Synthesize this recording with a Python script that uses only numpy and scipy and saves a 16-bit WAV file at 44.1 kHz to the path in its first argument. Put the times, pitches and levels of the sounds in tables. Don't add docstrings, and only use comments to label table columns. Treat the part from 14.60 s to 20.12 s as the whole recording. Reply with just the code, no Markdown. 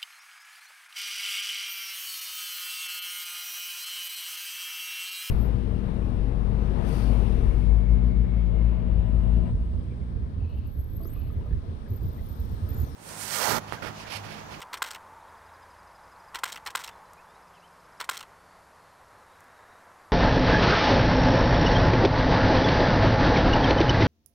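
import sys
import numpy as np
from scipy import signal
from scipy.fft import rfft, irfft
from scipy.io import wavfile
from scipy.ndimage import uniform_filter1d

SR = 44100
rng = np.random.default_rng(int(sys.argv[2]) if len(sys.argv) > 2 else 0)


def digitize_waveform(pressure):
    field = np.atleast_2d(pressure).T
    bounded = np.clip(field, -1, 1)
    quanta = np.round(bounded * 32767).astype(np.int16)
    wavfile.write(sys.argv[1], SR, quanta)


N = 243431
TIME = np.arange(N) / SR

STAGE_REPEAT = {"mirror up": .5, "aperture": .3, "exposure": .98, "motor": .3, "mirror down": .4, "bounce":
                .3, "settle": .3, "lever": .4, "latch": .4}
# centre in Hz, width in Hz, lift in dB.
SHUTTER_MODES = [(505, 80, 5.5), (1052, 65, 3.8), (1388, 50, 7), (1610, 80, 3), (1715, 80, 4),
                 (2065, 80, 8), (2235, 80, 4), (2530, 90, 4.5), (3128, 80, 5), (3316, 80, 6),
                 (3750, 110, 3), (4122, 100, 3), (4650, 80, 5), (5470, 100, 4), (7700, 120, 4),
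                 (7990, 130, 3), (8410, 150, 4), (9140, 150, 4), (13470, 250, 5)]


def from_db(db):
    return 10 ** (np.asarray(db) / 20)


def rms_one(x):
    return x / np.sqrt(np.mean(x ** 2) + 1e-20)


def add(track, s, sound):
    at = round(s * SR) + np.arange(len(sound))
    inside = (at >= 0) & (at < N)
    track[at[inside]] += sound[inside]


def drift(rate_hz, size=N):
    steps = np.arange(size) * rate_hz / SR
    return np.interp(steps, np.arange(size), rng.standard_normal(size))


def swell(loudest_s, length_s):
    return np.exp(-((TIME - loudest_s) / length_s) ** 2)


def response(spectrum, modes=(), size=8192):
    hz = np.maximum(np.fft.rfftfreq(size, 1 / SR), 1)
    points_hz, points_db = np.transpose(spectrum)
    colour_db = np.interp(np.log(hz), np.log(points_hz), points_db)
    cepstrum = irfft(np.log(from_db(colour_db)))
    cepstrum[1:size // 2] *= 2
    cepstrum[size // 2 + 1:] = 0
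    gain = np.exp(rfft(cepstrum))
    for centre_hz, width_hz, lift_db in modes:
        resonance = 1 / (1 + 1j * (hz ** 2 - centre_hz ** 2) / (hz * width_hz))
        gain = gain * (1 + (from_db(lift_db) - 1) * resonance)
    impulse = irfft(gain)
    return impulse / np.linalg.norm(impulse)


def coloured(x, spectrum, modes=()):
    return signal.fftconvolve(x, response(spectrum, modes))[:N]


def noise(spectrum):
    white = rng.standard_normal(N)
    gain = np.abs(rfft(response(spectrum), N))
    return rms_one(irfft(rfft(white) * gain, N))


def camera():
    # centre in Hz, width in Hz, lift in dB.
    body_modes = [(467, 45, 4.5), (950, 99, 0), (1033, 74, 5), (1354, 71, 2), (1453, 50, 0.5),
                  (1825, 76, -1), (1990, 110, 2.5), (2700, 84, 1.5), (3190, 160, 4), (3850, 120, 2),
                  (4280, 100, 3.5), (5520, 250, 4), (7660, 120, 4.5), (8300, 170, 2.5), (11500, 300, -0.5),
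                  (14050, 300, -1)]
    # delay after the exposure begins in s, pitch in Hz,
    # width in Hz, peak in dB before the frame rings.
    slaps = [(.002, 1290, 635, -16.8), (.00785, 1500, 750, -24.5)]
    out = clatter(contacts(["exposure"]), SHUTTER_MODES)
    other_stages = set(STAGE_REPEAT) - {"exposure"}
    out += clatter(contacts(other_stages) + motor(stage_starts("motor")), body_modes)
    for s in stage_starts("exposure"):
        for delay_s, hz, width_hz, db in slaps:
            add(out, s + delay_s, from_db(db) * slap(hz, width_hz))
    return out


def stage_starts(stage):
    # start in s of mirror up, aperture, exposure, motor, mirror down, bounce, settle,
    # lever, latch.
    frames = [(-0.2, -0.158, -0.112, -0.092, -0.0235, -0.009, 0.002, 0.0168, 0.0268),
              (0.1322, 0.1735, 0.21905, 0.2395, 0.3075, 0.3213, 0.332, 0.3463, 0.3586),
              (1.7472, 1.7885, 1.834, 1.854, 1.9214, 1.9355, 1.9443, 1.9585, 1.9734),
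              (2.0632, 2.1043, 2.1501, 2.1698, 2.2387, 2.2525, 2.262, 2.276, 2.2896),
              (3.4027, 3.4433, 3.4899, 3.5105, 3.570, 3.590, 3.5945, 3.6068, 3.6277)]
    return np.transpose(frames)[list(STAGE_REPEAT).index(stage)]


def contacts(stages):
    # stage, delay in s, dull knock in dB, bright click in dB, casing ring in Hz, part ring in Hz,
    # lift of the part ring in dB, rise in s, knock t60 in s.
    strikes = [("mirror up", -.004, -34, -49, 1240, 3700, 6.6, 0.00087, 0.028),
               ("mirror up", 0, -31, -24.5, 1960, 2760, 9.4, 0.00051, 0.011),
               ("mirror up", .0018, -28.5, -41, 2020, 5430, 14, 0.0012, .022),
               ("mirror up", 0.0082, -35.5, -33, 530, 4240, 13, 0.00094, 0.021),
               ("mirror up", .0088, -25, -25, 1034, 3120, 6.3, 0.00051, 0.012),
               ("mirror up", .0142, -34, -38, 850, 3500, 11, .0006, 0.023),
               ("mirror up", .0208, -38.5, -47, 930, 3100, 7.3, .0005, 0.04),
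               ("aperture", -.0045, -35, -51, 1640, 4500, 8, .001, 0.018),
               ("aperture", 0, -38.5, -34.5, 1810, 5650, 8.1, 0.00023, 0.012),
               ("aperture", 0.0054, -46, -44.5, 790, 9100, 10, .0008, 0.026),
               ("exposure", .0006, -19, -39, 1400, 3960, 4.3, 0.00015, 0.0072),
               ("exposure", 0.002176, -22, -17.5, 1600, 3300, 4.4, 0.00018, 0.004),
               ("exposure", .0042, -41.5, -26, 2065, 9100, 5, 0.00052, 0.011),
               ("exposure", 0.0061, -29, -18, 1660, 7900, 5.2, 0.00076, 0.015),
               ("exposure", 0.0056, -30.5, -21, 1320, 7400, 7.5, 0.00023, 0.0092),
               ("motor", -0.00064, -31, -31, 1470, 3010, 7, 0.0013, 0.022),
               ("motor", .003, -39, -36, 1870, 5300, 7, 0.00092, 0.018),
               ("motor", 0.0063, -30.5, -36, 560, 8440, 7.2, 0.00062, 0.025),
               ("mirror down", -.0024, -52, -35, 1100, 6400, 7.4, .001, 0.019),
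               ("mirror down", 0, -51, -26, 1300, 4100, 5.4, 0.00066, .011),
               ("mirror down", .0054, -41, -24.5, 1480, 4110, 7.9, 0.00038, 0.01),
               ("bounce", 0, -47, -38, 1800, 4300, 9.1, 0.0006, 0.014),
               ("settle", 0, -46, -40.5, 1600, 2300, 12, 0.0008, 0.025),
               ("lever", 0, -44.5, -35, 1030, 5340, 11.6, .0005, 0.018),
               ("lever", .0035, -34.5, -38.5, 2045, 2660, 15.5, .0005, 0.018),
               ("latch", 0, -36.5, -35.5, 1410, 2870, 14.4, 0.00034, 0.0097),
               ("latch", .004, -39, -49, 840, 6600, 6.7, .0004, 0.026),
               ("latch", 0.023, -52, -57, 1300, 3010, 10, .0005, 0.012)]
    return [(stage_starts(stage) + delay_s, STAGE_REPEAT[stage], *blow)
            for stage, delay_s, *blow in strikes if stage in stages]


def motor(starts, cam_turns=3):
    casing_hz, gear_ring_hz, cam_ping_hz = 1400, 3220, 5700
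    cam_delay_s, cam_period_s, cam_pair_s, cam_t60_s = .0212, .0108, .0043, .016
    cam_knock_db, cam_click_db, ease_db_per_s = -37.5, -36.5, 62
    gear_run_s, gear_tooth_s, gear_t60_s = .108, .0032, .014
    gear_knock_db, gear_click_db = -41, -48
    rise_s, lift_db = 0.00039, 3
    out = []
    for turned_s in cam_period_s * np.arange(cam_turns):
        eased_db = ease_db_per_s * turned_s
        for lag_s in (0, cam_pair_s):
            out.append((starts + cam_delay_s + turned_s + lag_s, 0,
                        cam_knock_db - eased_db, cam_click_db - eased_db,
                        casing_hz, cam_ping_hz, lift_db, rise_s, cam_t60_s))
    for turned_s in np.arange(0, gear_run_s, gear_tooth_s):
        eased_db = ease_db_per_s * turned_s
        play_s = gear_tooth_s * rng.uniform(-0.485, .5, len(starts))
        out.append((starts + turned_s + play_s, 0,
                    gear_knock_db - eased_db, gear_click_db - eased_db,
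                    casing_hz, gear_ring_hz, lift_db, rise_s, gear_t60_s))
    return out


def clatter(blows, modes, click_decay_share=0.86):
    # frequency in Hz, relative density in dB per Hz.
    knock_colour = [(100, -44), (220, -26), (320, -14.5), (570, -14.5), (760, -7), (900, -2.5),
                    (1400, -2.5), (2050, -2.5), (2400, -6), (3200, -12), (6000, -30), (16000, -50)]
    # frequency in Hz, relative density in dB per Hz.
    click_colour = [(200, -37), (1000, -7.5), (2200, -4), (3300, 0.5), (4300, -1.5), (5000, -3),
                    (6800, -4.5), (8600, -3), (10200, -12), (12000, -11.5), (14000, -7), (16000, -19)]
    knocks, clicks = np.zeros((2, N))
    for starts, alike, dull_db, bright_db, casing_hz, ring_hz, ring_db, rise_s, t60_s in blows:
        click_t60_s = t60_s * click_decay_share
        habit = np.array([rattle(t60_s, rise_s), rattle(click_t60_s, rise_s)])
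        for s in starts:
            chance = np.array([rattle(t60_s, rise_s), rattle(click_t60_s, rise_s)])
            dull, bright = np.sqrt(alike) * habit + np.sqrt(1 - alike) * chance
            add(knocks, s, from_db(dull_db) * part(dull, casing_hz, width_hz=100, lift_db=6.5))
            add(clicks, s, from_db(bright_db) * part(bright, ring_hz, width_hz=217, lift_db=ring_db))
    return coloured(knocks, knock_colour, modes) + coloured(clicks, click_colour, modes)


def rattle(t60_s, rise_s=.00045, grain_db=6.0, size=2048, passes=2):
    t = np.arange(size) / SR
    impacts = rng.choice([-1, 1], size) * from_db(grain_db * drift(1441, size=size))
    fade = (1 - np.exp(-t / rise_s)) * from_db(-60 * t / t60_s)
    for _ in range(passes):
        power = uniform_filter1d(np.abs(rfft(impacts * fade)) ** 2, size=11)
        impacts = irfft(rfft(impacts) / np.sqrt(power + 1e-12))
    burst = impacts * fade
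    return burst * np.linalg.norm(fade) / np.linalg.norm(burst)


def part(blow, hz, width_hz, lift_db):
    b, a = signal.iirpeak(hz, hz / width_hz, fs=SR)
    return blow + (from_db(lift_db) - 1) * signal.lfilter(b, a, blow)


def slap(hz, width_hz, size=2048):
    t = np.arange(size) / SR
    envelope = (t ** 2 * np.exp(-np.pi * width_hz * t)) ** 2
    knock = envelope / envelope.max() * np.sin(2 * np.pi * hz * t)
    for mode in SHUTTER_MODES:
        knock = part(knock, *mode)
    return knock


def handling(t60_s=0.0094):
    # start in s, level in dB.
    ticks = [(2.0525, -46), (2.533, -43.5), (4.805, -48), (4.84, -54)]
    # frequency in Hz, relative density in dB per Hz.
    tick_colour = [(1000, -30), (4000, -14), (6000, 5), (9000, 3), (14000, 2), (16000, -13)]
    out = np.zeros(N)
    for s, db in ticks:
        add(out, s, from_db(db) * rattle(t60_s))
    return coloured(out, tick_colour)


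def birds(scatter_db=-16.0, scatter_t60_s=0.38):
    trees = rng.standard_normal(SR // 2) * from_db(-60 * TIME[:SR // 2] / scatter_t60_s)
    direct = trills() + twitter() + whistles_and_pips() + buzzes()
    scattered = signal.fftconvolve(direct, trees / np.linalg.norm(trees))[:N]
    return direct + from_db(scatter_db) * scattered


def whistle(length_s, pitches_hz, flutter_hz, size=22050):
    along = np.minimum(np.arange(size) / SR / length_s, 1)
    bend_hz = np.polyval(np.polyfit([0, .5, 1], pitches_hz, 2), along)
    hz = bend_hz + flutter_hz * drift(600, size=size)
    return np.sin(np.pi * along) * np.sin(2 * np.pi * np.cumsum(hz) / SR)


def trills():
    # first chip in s, last chip in s, period in s, chip length in s, start in Hz, end in Hz,
    # flutter in Hz.
    runs = [(0.688, 1.70, .0822, .026, 5170, 4780, 40), (1.06, 1.66, .0828, .013, 3600, 5900, 400),
            (0.398, 1.05, .0695, .018, 3900, 3450, 330)]
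    run_levels_db = [-63, -64.5, -64]
    out = np.zeros(N)
    for run, db in zip(runs, run_levels_db):
        first_s, last_s, period_s, length_s, start_hz, end_hz, flutter_hz = run
        for s in np.arange(first_s, last_s, period_s):
            effort_db = -5 * np.exp(-(s - first_s) / .2) + rng.normal(0, .8)
            pitches_hz = np.array([start_hz, (start_hz + end_hz) / 2, end_hz]) + rng.normal(0, 25, 3)
            chip = whistle(length_s, pitches_hz, flutter_hz, size=2000)
            add(out, s, from_db(db + effort_db) * chip)
    return out


def twitter():
    start_s, end_s, period_s, pair_s = 2.324, 3.35, .1243, .05
    voices_hz, chip_s, fall_hz = (5300, 4870), 0.019, 170
    start_db, growth_db_per_s = -71.5, 4
    out = np.zeros(N)
    for s in np.arange(start_s, end_s, period_s):
        gain = from_db(start_db + growth_db_per_s * (s - start_s))
        for hz in voices_hz:
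            pitches_hz = hz + fall_hz * np.array([.5, 0, -.5])
            chip = gain * whistle(chip_s, pitches_hz, flutter_hz=40, size=2000)
            add(out, s, chip)
            add(out, s + pair_s, chip)
    return out


def whistles_and_pips(pip_s=.05):
    # start in s, length in s, start in Hz, middle in Hz, end in Hz, flutter in Hz, level in dB.
    phrase = [(2.566, .054, 2400, 2530, 2800, 25, -58.5), (2.673, .06, 3250, 3600, 3700, 35, -67),
              (2.735, .05, 3700, 3900, 4500, 35, -67), (2.925, .055, 2900, 3050, 2900, 260, -62.5),
              (2.96, .034, 2950, 2640, 2420, 15, -61), (3.014, .056, 2430, 2980, 3150, 15, -59)]
    # start in s, pitch in Hz, level in dB.
    pips = [(2.3, 3500, -64.5), (2.335, 4100, -70.5), (2.44, 4060, -71), (2.546, 4080, -73.5),
            (2.965, 4000, -71)]
    out = np.zeros(N)
    for s, length_s, *pitches_hz, flutter_hz, db in phrase:
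        add(out, s, from_db(db) * whistle(length_s, pitches_hz, flutter_hz))
    for s, hz, db in pips:
        add(out, s, from_db(db) * whistle(pip_s, (hz, hz, hz), flutter_hz=25))
    return out


def buzzes(pulses_per_s=38, flutter_hz=150):
    # start in s, length in s, pitch in Hz, level in dB.
    song = [(3.74, .35, 4480, -70.5), (3.7, .42, 4730, -72.5), (4.06, .42, 4300, -70.5),
            (4.1, .26, 4700, -74), (4.42, .24, 4250, -73), (4.64, .18, 3800, -69), (4.83, .27, 3760, -69.5),
            (5.06, .15, 3810, -67.5), (5.31, .26, 4720, -73.5)]
    out = np.zeros(N)
    for s, length_s, hz, db in song:
        note = whistle(length_s, (hz, hz, hz), flutter_hz)
        pulse_phase = np.pi * pulses_per_s * TIME[:len(note)] + drift(12, size=len(note))
        add(out, s, from_db(db) * note * np.abs(np.sin(pulse_phase)))
    return out


def traffic(waver_db=0.62):
    # loudest in s, 1/e half-length in s, tyre noise in dB.
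    passing_cars = [(0.0, 0.51, -50.5), (0.605, 0.62, -53.5), (1.775, 0.59, -54.5), (2.385, 0.39, -53.5)]
    # loudest in s, 1/e half-length in s, level in dB.
    hiss_swells = [(0.936, 0.28, -62), (5.026, 0.45, -62.5)]
    # frequency in Hz, relative density in dB per Hz.
    roar_colour = [(100, -11), (250, -12), (350, -11.5), (500, -5.5), (750, -3.5), (1000, -0.5), (1300, -4),
                   (1700, -9), (2100, -13.5), (2800, -23), (5000, -63)]
    tyre_colour = [(100, -17), (300, -21.5), (550, -13), (750, -9), (900, 1.5), (1050, -3.5), (1250, -9),
                   (1800, -15), (4000, -44.5)]
    rumble_colour = [(15, -41), (30, -33), (50, -2.5), (70, 1), (100, 3), (130, -14), (250, -22),
                     (600, -49)]
    hiss_colour = [(500, -32), (1000, -27), (1300, -3), (1700, 4), (2200, -8), (3000, -26), (6000, -33)]
    roar_db, recede_db_per_s = -54.5, 0.15
    rumble_db, car_rumble_db = -70.5, -24
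    cars = np.sqrt(sum((from_db(db) * swell(loudest_s, length_s)) ** 2
                       for loudest_s, length_s, db in passing_cars))
    out = from_db(roar_db - recede_db_per_s * TIME + waver_db * drift(19)) * noise(roar_colour)
    out += cars * from_db(waver_db * drift(17)) * noise(tyre_colour)
    out += np.hypot(from_db(rumble_db), from_db(car_rumble_db) * cars) * noise(rumble_colour)
    hiss = sum(from_db(db) * swell(loudest_s, length_s) for loudest_s, length_s, db in hiss_swells)
    out += hiss * noise(hiss_colour)
    return out + engine_drones()


def engine_drones(wander_hz=2.99, waver_db=2):
    # loudest in s, 1/e half-length in s, mean pitch in Hz, peak amplitude in dB before the waver.
    drones = [(2.6, 1.85, 178, -69.5), (3.2, 1.75, 157, -71.5), (1.2, 2.4, 56, -67), (0.81, 0.59, 84, -64)]
    out = np.zeros(N)
    for loudest_s, length_s, hz, db in drones:
        phase = 2 * np.pi * np.cumsum(hz + wander_hz * drift(8)) / SR
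        out += from_db(db + waver_db * drift(5.65)) * swell(loudest_s, length_s) * np.sin(phase)
    return out


def even_hiss(level_db=-66.0):
    # frequency in Hz, relative density in dB per Hz.
    air_colour = [(20, -2), (300, 5.5), (2000, 0.5), (3500, 2), (5000, 0.5), (8000, -2.5), (12600, -3.5),
                  (13300, -34), (16000, -42)]
    return from_db(level_db) * noise(air_colour)


def scene():
    mono = camera() + handling() + birds() + traffic() + even_hiss()
    return np.stack([mono, mono])


def record(dry):
    cutoff_hz, ripple_db, stop_db = 16000, .2, 80
    return signal.sosfilt(signal.ellip(10, ripple_db, stop_db, cutoff_hz, fs=SR, output="sos"), dry)


dry = scene()
out = record(dry)
digitize_waveform(out)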